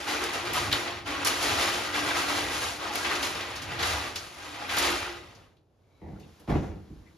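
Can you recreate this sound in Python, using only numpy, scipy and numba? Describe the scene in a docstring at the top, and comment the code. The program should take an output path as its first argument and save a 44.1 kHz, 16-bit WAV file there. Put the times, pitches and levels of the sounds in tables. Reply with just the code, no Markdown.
"""A hand-cranked raffle drum on a shop counter, a few metres from a phone with two microphone ports.
Card tickets slide, tumble and slap on its clear walls; its air and wooden ends hum along and the
counter rumbles. The drum stops, and a heavy man shifts his boots, once softly and once hard: the floor
thuds, boards creak, soles scuff. Behind it all lie the low hum and faint hiss of the shop."""
import sys
import numpy as np
from scipy import signal
from scipy.fft import rfft, irfft, next_fast_len
from scipy.io import wavfile
from scipy.ndimage import uniform_filter1d
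from numba import njit

SR = 44100
rng = np.random.default_rng(int(sys.argv[2]) if len(sys.argv) > 2 else 0)


def wav_record(signal):
    """Record a signal, one row per channel, as 16-bit PCM in the file named by sys.argv[1]."""
    frames = np.transpose(np.atleast_2d(signal))
    bounded = np.clip(frames, -1, 1)
    # unit amplitude maps onto the largest positive 16-bit level
    quanta = np.round(bounded * 32767).astype(np.int16)
    wavfile.write(sys.argv[1], SR, quanta)


N = 316197

# spectrum of the shop's room tone: freq_hz, level_db
ROOM_TONE_SPECTRUM = [(30, -15.5), (90, -0.5), (200, -15), (400, -12.5), (1000, -20.5), (2000, -29),
                      (4000, -30), (8000, -37.5), (14500, -49)]
# the phone turns the background down as the drum stops, then lets it back up:
# time_s, level_db, hiss_gain_db
PHONE_BACKGROUND_LEVELS = [(5.4, -54.5, 0), (5.65, -66.5, -7.5), (5.88, -62.5, -4), (6.0, -59, -3),
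                           (6.3, -63, 11), (6.75, -64, 7.5), (6.95, -61.5, 5.5), (7.17, -62, 5.5)]
# faint rubs after the drum stops: start_s, length_s, pitch_hz, width_hz, level_db
RUBS = [(5.8, .35, 2230, 200, -79), (5.872, .25, 3900, 200, -81), (6.01, .04, 1930, 80, -70),
        (6.06, .06, 1910, 150, -73), (6.145, 0.044, 1400, 250, -64), (6.2, .07, 3550, 450, -67),
        (6.21, .05, 2600, 350, -65), (6.49, 0.25, 6060, 3000, -63.5), (7.052, 0.048, 2050, 400, -62.5)]
# boots loading the floor: start_s, level_db, rise_s, fall_db_per_s, scuff_gain_db, creak_gain_db
WEIGHT_SHIFTS = [(6.014, -40, 0.0034, 60.3, -23, 2), (6.074, -42, 0.005, 60.6, -22, -10),
                 (6.385, -51.5, .025, 150, -12, 3), (6.474, -30, 0.0071, 120, -9, -5),
                 (6.488, -23, 0.017, 178, -13, 0), (6.544, -21, 0.013, 330, -22, -9),
                 (6.62, -34.5, 0.0095, 110, -12, -10), (6.675, -43, 0.0099, 160, -22, -4),
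                 (6.74, -45, 0.025, 70, -37, -10), (6.895, -45, .012, 60, -34, -22),
                 (7.09, -69, 0.025, 120, -9, -25)]
# heels and soles landing: start_s, level_db, push_ms
FOOTFALLS = [(6.018, -39, 5.4), (6.077, -42, 1.6), (6.123, -33, 5.5), (6.169, -39, 3.6), (6.485, -17, 4.5),
             (6.494, -21, 0.88), (6.502, -12, 2.6), (6.524, -12, 5.1), (6.553, -8.5, 3.2),
             (6.571, -34, 2.5), (6.601, -18, 2.5), (6.905, -27.5, 3.8), (6.954, -35, 14), (6.99, -40, 16)]
# the floor's thudding modes: pitch_hz, width_hz, level_db
FLOOR_MODES = [(52.6, 14, -3.5), (85.4, 23, 1), (111, 15.6, 1.5), (162, 47, -2.5), (255, 81, -6),
               (328, 56, -3)]
# the boards' creaking modes: pitch_hz, width_hz, level_db
BOARD_MODES = [(515, 106, -3.5), (700, 120, 0), (801, 176, 1.5), (897, 190, -1.5), (2070, 530, -11.5)]
# spectrum of a scuffing sole: freq_hz, level_db
SOLE_SPECTRUM = [(800, 5.5), (1500, -4), (4000, -17), (8000, -26.5), (14500, -36)]
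# the counter's modes, two deep and one upper: pitch_hz, width_hz, level_db
COUNTER_MODES = [(51, 8, -2.5), (71.1, 12, 2.5), (103, 32.5, 3)]
# the counter's rumble as the drum turns: time_s, deep_db, upper_db
RUMBLE_LEVELS = [(0.0, -55, -64), (0.31, -62, -52.5), (0.72, -44.5, -39), (0.81, -60, -51.5),
                 (1.45, -53, -50), (1.5, -61.5, -44.5), (1.56, -47.5, -47.5), (1.95, -59, -58.5),
                 (2.03, -58, -46), (2.26, -55, -56), (2.4, -64, -48), (2.5, -48, -48), (2.87, -64, -58),
                 (3.24, -52, -58), (3.35, -57, -46.5), (3.45, -58, -59), (3.73, -52, -42),
                 (3.94, -45, -45.5), (4.35, -71, -62), (4.96, -46.5, -55.5), (5.19, -61.5, -60.5),
                 (5.21, -65, -78), (5.4, -69, -72), (5.6, -84, -82)]
# heavier knocks on the counter or a drum wall: start_s, pitch_hz, level_db, rise_s, t60_s
HEAVY_KNOCKS = [(0.66, 104, -34, 0.022, .25), (0.865, 689, -33.5, .02, 0.25), (1.115, 1110, -36, .015, .15),
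                (1.495, 99, -38, .02, 0.27), (2.9, 828, -32.5, 0.013, 0.22), (3.925, 71.5, -35, 0.018, .3)]
# modes of the drum's air and ends, two lower and two upper: pitch_hz, width_hz, level_db
DRUM_MODES = [(265, 30, -5), (303, 34, 0), (345, 24, 1), (465, 60, -6)]
# the hum tips between these modes as the drum turns: time_s, lower_db, upper_db
HUM_LEVELS = [(0.0, -59.5, -52), (0.12, -39, -48.5), (0.25, -47, -36), (0.28, -41, -38.5), (0.32, -61, -52),
              (0.36, -41.5, -45), (0.4, -54, -47), (0.52, -47, -37), (0.57, -46.5, -56), (0.62, -49.5, -41),
              (0.73, -44, -52.5), (0.76, -44.5, -39), (1.02, -61, -52), (1.1, -40.5, -53.5),
              (1.33, -42, -42), (1.39, -43.5, -54.5), (1.53, -41, -35), (1.56, -40.5, -57),
              (1.62, -48, -41), (1.79, -48.5, -42.5), (1.85, -52, -48), (2.01, -37.5, -46.5),
              (2.12, -41, -51), (2.16, -41, -38), (2.3, -44, -49), (2.32, -39, -39), (2.72, -51.5, -53.5),
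              (3.18, -44, -41), (3.23, -45, -46.5), (3.52, -60, -52), (3.57, -54.5, -59), (3.85, -51, -43),
              (3.88, -53, -56), (3.99, -47, -46.5), (4.3, -67.5, -62), (4.5, -51.5, -60),
              (4.73, -49.5, -55.5), (4.82, -41, -39), (4.95, -43, -37), (4.98, -43, -53.5), (5.1, -68, -44),
              (5.25, -65, -53.5), (5.35, -73, -85), (5.55, -74, -89)]
# shell modes that colour the rustle: pitch_hz, width_hz, level_db
SHELL_MODES = [(300, 160, -4), (830, 60, -5), (1230, 120, -2), (1940, 80, -6)]
# modes of the drum's wall panels: pitch_hz
PANEL_MODES_HZ = [699.6, 825, 982.5, 1109, 1243, 1404, 1594, 1951, 2100, 2364, 2690, 2940, 3560]
# spectrum of card rubbing on card: freq_hz, level_db
CARD_SPECTRUM = [(30, -30), (60, -1.5), (150, -12), (250, 1.5), (500, 2), (800, 1.5), (1300, -1),
                 (2500, 0.5), (4000, -4), (6000, -10.5), (7500, -13), (9500, -15.5), (12000, -23),
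                 (14500, -29.5)]
# clumps of tickets landing, and small ticks later:
# start_s, level_db, centre_hz, width_octaves, bright_gain_db, t60_s
TICKET_SLAPS = [(0.0787, -36, 3000, 1.6, -3, .06), (0.1054, -27, 2700, 0.76, -4, .12),
                (0.238, -23, 5000, 1.7, 6, 0.063), (0.3306, -27, 1470, 5.4, 3, 0.17),
                (0.5338, -20.5, 2100, 6, 6, 0.089), (0.548, -20, 1300, 1.8, -11, 0.051),
                (0.581, -23, 2500, 2.9, -8, .05), (0.715, -15.5, 2510, 1.3, -5, 0.057),
                (0.7275, -8.5, 3600, 0.51, 2.5, 0.032), (1.0612, -34, 2540, 0.83, 3, 0.066),
                (1.2476, -14, 6450, 1.15, 2, 0.08), (1.27, -12, 3500, 3.1, 4, 0.095),
                (1.4262, -21, 4170, 2.4, -1, 0.11), (1.9902, -23, 4470, 1.4, -1, 0.13),
                (2.956, -20, 2200, 2.7, 10.5, 0.068), (3.045, -18, 1900, 1.6, -14.5, 0.24),
                (3.109, -19, 1350, 1.2, -13, 0.18), (3.153, -19, 2500, 1.9, -7, 0.069),
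                (3.228, -18.5, 1820, 3.4, 1, 0.11), (3.4078, -25, 3000, 1.9, -7, .06),
                (3.5558, -26.5, 2500, 2.9, -12, 0.17), (3.6182, -26.5, 2000, 3.8, -7, 0.15),
                (3.717, -30.5, 1670, 0.73, -5, .12), (3.7913, -22, 3780, 0.48, -10, 0.087),
                (3.8285, -14, 2150, 2.2, -14, 0.092), (4.1585, -22, 3980, 1.4, 8, 0.14),
                (4.6918, -20.5, 2200, 1.5, -7, 0.18), (4.7382, -20, 1720, 1.1, -2, 0.23),
                (4.7689, -16.5, 1590, 2.8, 8.5, 0.28), (4.7831, -14.5, 3360, 3.6, 0, 0.091),
                (4.8257, -18.5, 5500, 1.2, -4, 0.044), (5.17, -42, 3580, 1.8, -2.5, 0.093),
                (5.3496, -45, 4711, 0.93, 0, 0.12), (5.567, -60, 3090, 1.03, 1, .12),
                (6.1985, -49, 3800, 2.1, 7, 0.14), (6.397, -48, 2270, 5.5, 0, .12)]
# the heap slides each time a wall tips over:
# start_s, level_db, rise_s, fall_db_per_s, edge_gain_db, tap_gain_db
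HEAP_SLIDES = [(0.0, -38.5, 0.0015, 17, -6, -7), (0.045, -31.5, 0.057, 23, -7, -3),
               (0.32, -36, 0.027, 17, -10, -4.5), (0.44, -35, 0.028, 29, -11.5, -8.5),
               (0.52, -31.5, 0.054, 61, -4.5, -2), (0.712, -28.5, 0.022, 77, -7.5, -6),
               (0.84, -34, 0.043, 87, -18.5, -12), (1.041, -35, 0.043, 2.3, -11, -2.5),
               (1.246, -31, 0.015, 35, -1.5, -6.5), (1.371, -31.5, 0.075, 21, -4.5, -17.5),
               (1.45, -30.5, 0.069, 25, -7.5, -5.5), (1.56, -29, 0.065, 39, -4.5, -7),
               (1.8, -37, 0.072, 27, -8, -2), (1.91, -33, 0.049, 14, -7.5, -0.5),
               (2.02, -33, 0.072, 60, -5.5, -0.5), (2.13, -30, 0.049, 70, -4.5, -3.5),
               (2.26, -31, 0.048, 33, -6.5, -4.5), (2.335, -33, 0.025, 64, -4.5, -8),
               (2.45, -35, 0.11, 43, -2.5, -5), (2.59, -33, 0.054, 100, -4, -4.5),
               (2.76, -35.5, 0.085, 30, -12.5, -0.5), (2.89, -36.5, 0.089, 30, -1.5, -4),
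               (3.025, -33, 0.033, 25, -23, -6), (3.08, -36, 0.04, 51, -4.5, -5),
               (3.2, -34, 0.046, 88, -1.5, -22), (3.32, -37, 0.04, 12, -11.5, -8.5),
               (3.62, -38, 0.11, 25, -11.5, -2), (3.775, -32.5, 0.03, 22, -10, -6.5),
               (3.81, -31.5, 0.067, 72, -2, -3), (4.15, -44, 0.01, 29, -2.5, -7.5),
               (4.34, -44, 0.085, 4.1, -7.5, -5.5), (4.5, -40.5, 0.14, 33, -13.5, -0.5),
               (4.675, -33.5, 0.047, 6.9, -5.5, -3.5), (4.73, -28, 0.13, 78, -6, -11.5),
               (4.998, -37.5, 0.032, 94, -28.5, -8)]
# how alike the two microphone ports hear: freq_hz, coherence (0 to 1)
MIC_COHERENCE = [(60, .97), (150, .9), (340, .74), (900, .55), (2400, .52), (3500, .7), (5500, .5),
                 (7000, .6), (7900, .985), (8600, .985), (9600, .85), (11200, .995), (12200, .97),
                 (13200, .7), (14000, .9995)]
# phase between the ports: freq_hz, left_lead_half_turns
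MIC_PHASE = [(0, 0), (1900, 0), (3000, .2), (5000, .2), (6200, -.13), (7000, -.35), (7900, -.98),
             (8500, -1.02), (9200, -1.3), (11000, -2), (12300, -2.03), (13300, -2.5), (14000, -3)]
# balance of the ports, added on the left and taken off the right: freq_hz, gain_db
MIC_BALANCE = [(60, -.9), (200, -.5), (500, .1), (3000, .55), (5000, .4), (7000, -.1)]

ROOM_T60_S, ROOM_DB, FINE_HISS_DB = 0.22, -9.5, 4.5
MIC_LOW_HZ, MIC_TOP_HZ = 38.2, 15850
SETTLE_S, SETTLE_DB_PER_S = 0.24, 54  # this long after its peak a movement runs out faster
DULLING_DB_PER_S = 11  # the tickets' edges die away sooner than their faces
STOP_S, STOP_FADE_S = 5.6, 0.13
WALL_HZ, WALL_WANDER_OCTAVES = 1298, 0.2
TAPS_PER_S, TAP_SCATTER_OCTAVES, TAP_T60_S = 450, .5, .08
FLICKS_PER_S, FLICK_HZ, FLICK_SCATTER_OCTAVES, FLICK_T60_S, FLICK_DB = 600, 3300, .6, .03, -9.5
SNAP_DB, SHOWER_RISE_SHARE = -2, .015  # a shower of card rises in this share of its t60


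def undb(db):
    """Decibels to gain."""
    return 10 ** (np.asarray(db) / 20)


def unit(x):
    """Scale to rms 1."""
    return x / np.sqrt(np.mean(x ** 2))


def curves(table):
    """The level columns of a table over time, at every sample."""
    times, *columns = np.transpose(table)
    return [np.interp(np.arange(N) / SR, times, column) for column in columns]


def bins():
    """Frequencies of the spectrum lines, above zero."""
    return np.maximum(np.arange(next_fast_len(N) // 2 + 1) * SR / next_fast_len(N), 1)


def shaped(x, gain):
    """Filter by a gain on each spectrum line."""
    return irfft(rfft(x, next_fast_len(N)) * gain, next_fast_len(N))[..., :N]


def colour(points):
    """Gain through points of freq_hz, level_db."""
    hz, db = np.transpose(points)
    return undb(np.interp(np.log(bins()), np.log(hz), db))


def ring(modes):
    """Gain of a set of resonances, neighbours in opposite sign."""
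    f = bins()
    return sum((-1) ** k * undb(db) * 1j * f * width / (hz ** 2 - f ** 2 + 1j * f * width)
               for k, (hz, width, db) in enumerate(modes))


def steady(x):
    """Ease the beating of a narrow ring: the heap keeps it fed."""
    envelope = np.abs(signal.hilbert(x, next_fast_len(N))[:, :N])
    return unit(x / (envelope + 1e-9) ** .6)


def grains(per_s, spread_db):
    """Random clicks of either sign, most small and a few large; two unrelated streams."""
    out = np.zeros((2, N))
    hit = rng.random((2, N)) < per_s / SR
    size = np.minimum(rng.exponential(size=hit.sum()), 4)
    out[hit] = rng.standard_normal(hit.sum()) * undb(spread_db * size)
    return unit(out)


def walk(per_s):
    """A random wander that glides to a new value per_s times a second."""
    hold = int(SR / per_s)
    return 0.72 * uniform_filter1d(np.repeat(rng.standard_normal(N // hold + 1), hold), hold)[:N]


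def surge(start_s, db, rise_s, fall_db_per_s):
    """Gain of one movement: a smooth rise, a steady fall, then a quicker settling."""
    t = np.arange(N) / SR - start_s
    rise_s = max(rise_s, .003)
    after = np.maximum(t - rise_s, 0)
    drop_db = fall_db_per_s * after + SETTLE_DB_PER_S * np.maximum(after - SETTLE_S, 0)
    return np.sin(np.pi / 2 * np.clip(t / rise_s, 0, 1)) ** 2 * undb(db - drop_db)


@njit
def pings(start, hz, size, t60_s):
    """A dying sine from each start sample, with its own pitch and size."""
    out = np.zeros(N)
    fade = np.exp(-np.log(1000) / (t60_s * SR))
    for k in range(len(start)):
        turn = 2 * np.pi * hz[k] / SR
        feedback = 2 * fade * np.cos(turn)
        now, before = size[k] * np.sin(turn), 0.
        for i in range(start[k], min(N, start[k] + int(6 / (1 - fade)))):
            out[i] += now
            now, before = feedback * now - fade ** 2 * before, now
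    return out


def room_tone():
    """The shop's low wavering hum, faint hiss and finest hiss, at the level the phone lets through."""
    level_db, hiss_db = curves(PHONE_BACKGROUND_LEVELS)
    air = unit(shaped(rng.standard_normal((2, N)), colour(ROOM_TONE_SPECTRUM)))
    low = shaped(air, 1 / (1 + (bins() / 980) ** 4))
    fine = shaped(air, 1 / (1 + (11000 / bins()) ** 6))
    hiss = air - low - fine + fine * undb(FINE_HISS_DB)
    return undb(level_db) * (low * undb(2 * walk(2.1)) + hiss * undb(hiss_db))


def shop_echoes(direct):
    """A few metres off, the direct sound comes with a short tail of echoes, thin in bass and treble."""
    t = np.arange(int(.5 * SR)) / SR
    echoes = rng.standard_normal((2, len(t))) * np.exp(-np.log(1000) * t / ROOM_T60_S) * (t > .004)
    echoes = signal.sosfilt(signal.butter(1, [250, 6000], "band", fs=SR, output="sos"), echoes)
    echoes *= undb(ROOM_DB) / np.sqrt(np.sum(echoes ** 2, axis=1, keepdims=True))
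    wet = signal.fftconvolve(direct, echoes, axes=1)[:, :N]
    return (direct + wet) / np.sqrt(1 + undb(ROOM_DB) ** 2)


def rubs():
    """Short faint rubs, most of them narrow enough in pitch to squeak."""
    out, t = np.zeros(N), np.arange(N) / SR
    noise = rng.standard_normal(N)
    for start_s, length_s, hz, width, db in RUBS:
        swell = np.sin(np.pi * np.clip((t - start_s) / length_s, 0, 1))
        out += undb(db) * unit(shaped(noise, ring([(hz, width, 0)]) ** 2)) * swell
    return out


def boots():
    """Weight rolls onto the floor in uneven slips; heels land, boards creak and soles scuff."""
    push, scuff, creak = np.zeros((3, N))
    for start_s, db, rise_s, fall, scuff_db, creak_db in WEIGHT_SHIFTS:
        load = surge(start_s, db, rise_s, fall)
        push += load
        scuff += load * undb(scuff_db)
        creak += load * undb(creak_db)
    landings = np.zeros((2, N))
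    for start_s, db, push_ms in FOOTFALLS:
        i, length = int(start_s * SR), int(push_ms * SR / 1000)
        landings[0, i:i + length] -= undb(db) * np.hanning(length)
    slips = uniform_filter1d(grains(2200, 1.5), 30)  # rubber gives: each slip is a soft push
    floor_slips = slips / np.std(shaped(slips[0], ring(FLOOR_MODES)))
    board_slips = slips / np.std(shaped(slips[0], ring(BOARD_MODES)))
    floor_force = floor_slips * push * undb(-3.5) + landings * undb(-1)
    # a landing is heard as the floor's ring and as its own push of air
    thud = shaped(floor_force, ring(FLOOR_MODES)) + landings * undb(-3)
    boards = shaped(board_slips * creak * undb(-11.5), ring(BOARD_MODES))
    sole = unit(shaped(grains(12000, 2.1), colour(SOLE_SPECTRUM)))
    return thud + boards + sole * scuff * undb(1.5)


def counter_rumble():
    """The tickets' blows jolt the counter under the drum and ring its low modes."""
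    deep_db, upper_db = curves(RUMBLE_LEVELS)
    jolts = grains(400, 1)
    deep = unit(shaped(jolts, ring(COUNTER_MODES[:2])))
    upper = steady(shaped(jolts, ring(COUNTER_MODES[2:])))
    return undb(deep_db) * deep + undb(upper_db) * upper


def knocks():
    """Soft-edged blows each ring one mode of the counter or a wall, in the stream both ports share."""
    out, t = np.zeros((2, N)), np.arange(SR // 2) / SR
    for start_s, hz, db, rise_s, t60_s in HEAVY_KNOCKS:
        swell = np.minimum(t / rise_s, 1) * np.exp(-np.log(1000) * np.maximum(t - rise_s, 0) / t60_s)
        i = int(start_s * SR)
        out[0, i:i + len(t)] += undb(db) * swell * np.sin(2 * np.pi * (hz * t + rng.random()))
    return out


def drum_hum():
    """Many small blows keep the drum's air and wooden ends humming."""
    lower_db, upper_db = curves(HUM_LEVELS)
    blows = grains(3000, 1)
    lower = steady(shaped(blows, ring(DRUM_MODES[:2]) ** 2))
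    upper = steady(shaped(blows, ring(DRUM_MODES[2:]) ** 2))
    return undb(lower_db) * lower + undb(upper_db) * upper


def wall_taps():
    """Wall panels ping as single tickets fall on them, scattered around a wandering pitch."""
    count = int(TAPS_PER_S * N / SR)
    centre_hz = WALL_HZ * 2 ** (WALL_WANDER_OCTAVES * walk(6))
    streams = []
    for _ in range(2):
        when, size = rng.random((count, 2)).T
        start = (when * N).astype(np.int64)
        hz = centre_hz[start] * 2 ** (TAP_SCATTER_OCTAVES * rng.standard_normal(count))
        # each tap rings the nearest panel mode, a little off as the heap loads it
        nearest = np.argmin(abs(np.log(hz[:, None] / PANEL_MODES_HZ)), axis=1)
        hz = np.array(PANEL_MODES_HZ)[nearest] * (1 + 0.021 * rng.standard_normal(count))
        streams.append(pings(start, hz, undb(11 * size), TAP_T60_S))
    return unit(np.array(streams))


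def corner_flicks():
    """Ticket corners flick with short dry pings, each at its own pitch."""
    count = int(FLICKS_PER_S * N / SR)
    streams = []
    for _ in range(2):
        hz = np.minimum(FLICK_HZ * 2 ** (FLICK_SCATTER_OCTAVES * rng.standard_normal(count)), .3 * SR)
        when, size = rng.random((count, 2)).T
        streams.append(pings((when * N).astype(np.int64), hz, undb(12 * size), FLICK_T60_S))
    return unit(np.array(streams))


def ticket_slaps():
    """A clump lands with a snap and a quickly thinning shower of card."""
    out, t = np.zeros((2, N)), np.arange(SR // 5) / SR
    for start_s, db, hz, octaves, bright_db, t60_s in TICKET_SLAPS:
        rise = np.minimum(t / (SHOWER_RISE_SHARE * t60_s), 1)
        fall = np.exp(-np.log(1000) * t / t60_s)
        half_band = 2 ** (max(octaves, .05) / 2)
        b, a = signal.butter(2, [hz / half_band, min(hz * half_band, .45 * SR)], "band", fs=SR)
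        noise = rng.standard_normal((3, 2, len(t)))
        shower = unit(signal.lfilter(b, a, noise[0])) * fall * rise
        # card is soft: the top of the broad scatter is rolled off
        scatter = undb(-17.5) * signal.lfilter([1], [1, -.5], noise[1]) * fall
        snap = undb(SNAP_DB) * noise[2] * np.exp(-t / 0.001)
        slap = shower + undb(bright_db) * (scatter + snap)
        i = int(start_s * SR)
        out[:, i:i + len(t)] += undb(db - 8.5) * slap[:, :N - i]
    return out


def card_rustle():
    """Card rubs in flurries of dense grains: dull faces below 5 kHz, crisp edges above."""
    card = grains(16000, 0.98) * undb(walk(30))
    low_pass = 1 / (1 + (bins() / 5000) ** 4)
    # the lowest shell mode swallows the rustle under the hum, the upper ones ring with it
    shell = 1 - ring(SHELL_MODES[:1]) + sum(ring([mode]) for mode in SHELL_MODES[1:])
    faces = unit(shaped(card, colour(CARD_SPECTRUM) * low_pass * shell))
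    edges = unit(shaped(card, colour(CARD_SPECTRUM) * (1 - low_pass)))
    return faces, edges


def raffle_drum():
    """Each slide of the heap swells the rustle, flicks and taps over hum and rumble, until the stop."""
    face_power, tap_power, edge_power = np.zeros((3, N))
    for start_s, db, rise_s, fall, edge_db, tap_db in HEAP_SLIDES:
        face_power += surge(start_s, db, rise_s, fall) ** 2
        tap_power += surge(start_s, db + tap_db, rise_s, fall) ** 2
        edge_power += surge(start_s, db + edge_db, rise_s, fall + DULLING_DB_PER_S) ** 2
    faces, edges = card_rustle()
    body = drum_hum() + counter_rumble()
    tickets = np.sqrt(face_power) * (faces + undb(FLICK_DB) * corner_flicks())
    tickets += np.sqrt(tap_power) * wall_taps() + np.sqrt(edge_power) * edges
    turning = np.clip((STOP_S - np.arange(N) / SR) / STOP_FADE_S, 0, 1)
    return (tickets + body) * turning


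def mic_ports(pair):
    """Two streams become what the ports share and what parts them; the case turns the treble's phase."""
    hz, coherence = np.transpose(MIC_COHERENCE)
    coherence = np.interp(np.log(bins()), np.log(hz), coherence)
    shared, apart = shaped(pair, np.sqrt((1 + np.array([coherence, -coherence])) / 2))
    half_turns = np.interp(bins(), *np.transpose(MIC_PHASE))
    left_gain = colour(MIC_BALANCE) * np.exp(.5j * np.pi * half_turns)
    return shaped(np.array([shared + apart, shared - apart]), np.array([left_gain, 1 / left_gain]))


def scene():
    """At the phone: the turning drum, single sounds with their echoes, and the shop's room tone."""
    drum = raffle_drum()
    single_sounds = ticket_slaps() + boots() + rubs() + knocks()
    return mic_ports(drum + shop_echoes(single_sounds) + room_tone())


def record(dry):
    """The phone loses the deepest bass and cuts the top."""
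    low_cut = signal.butter(5, MIC_LOW_HZ, "high", fs=SR, output="sos")
    top_cut = signal.ellip(10, .2, 80, MIC_TOP_HZ, fs=SR, output="sos")
    return signal.sosfilt(top_cut, signal.sosfilt(low_cut, dry))


dry = scene()
out = record(dry)
wav_record(out)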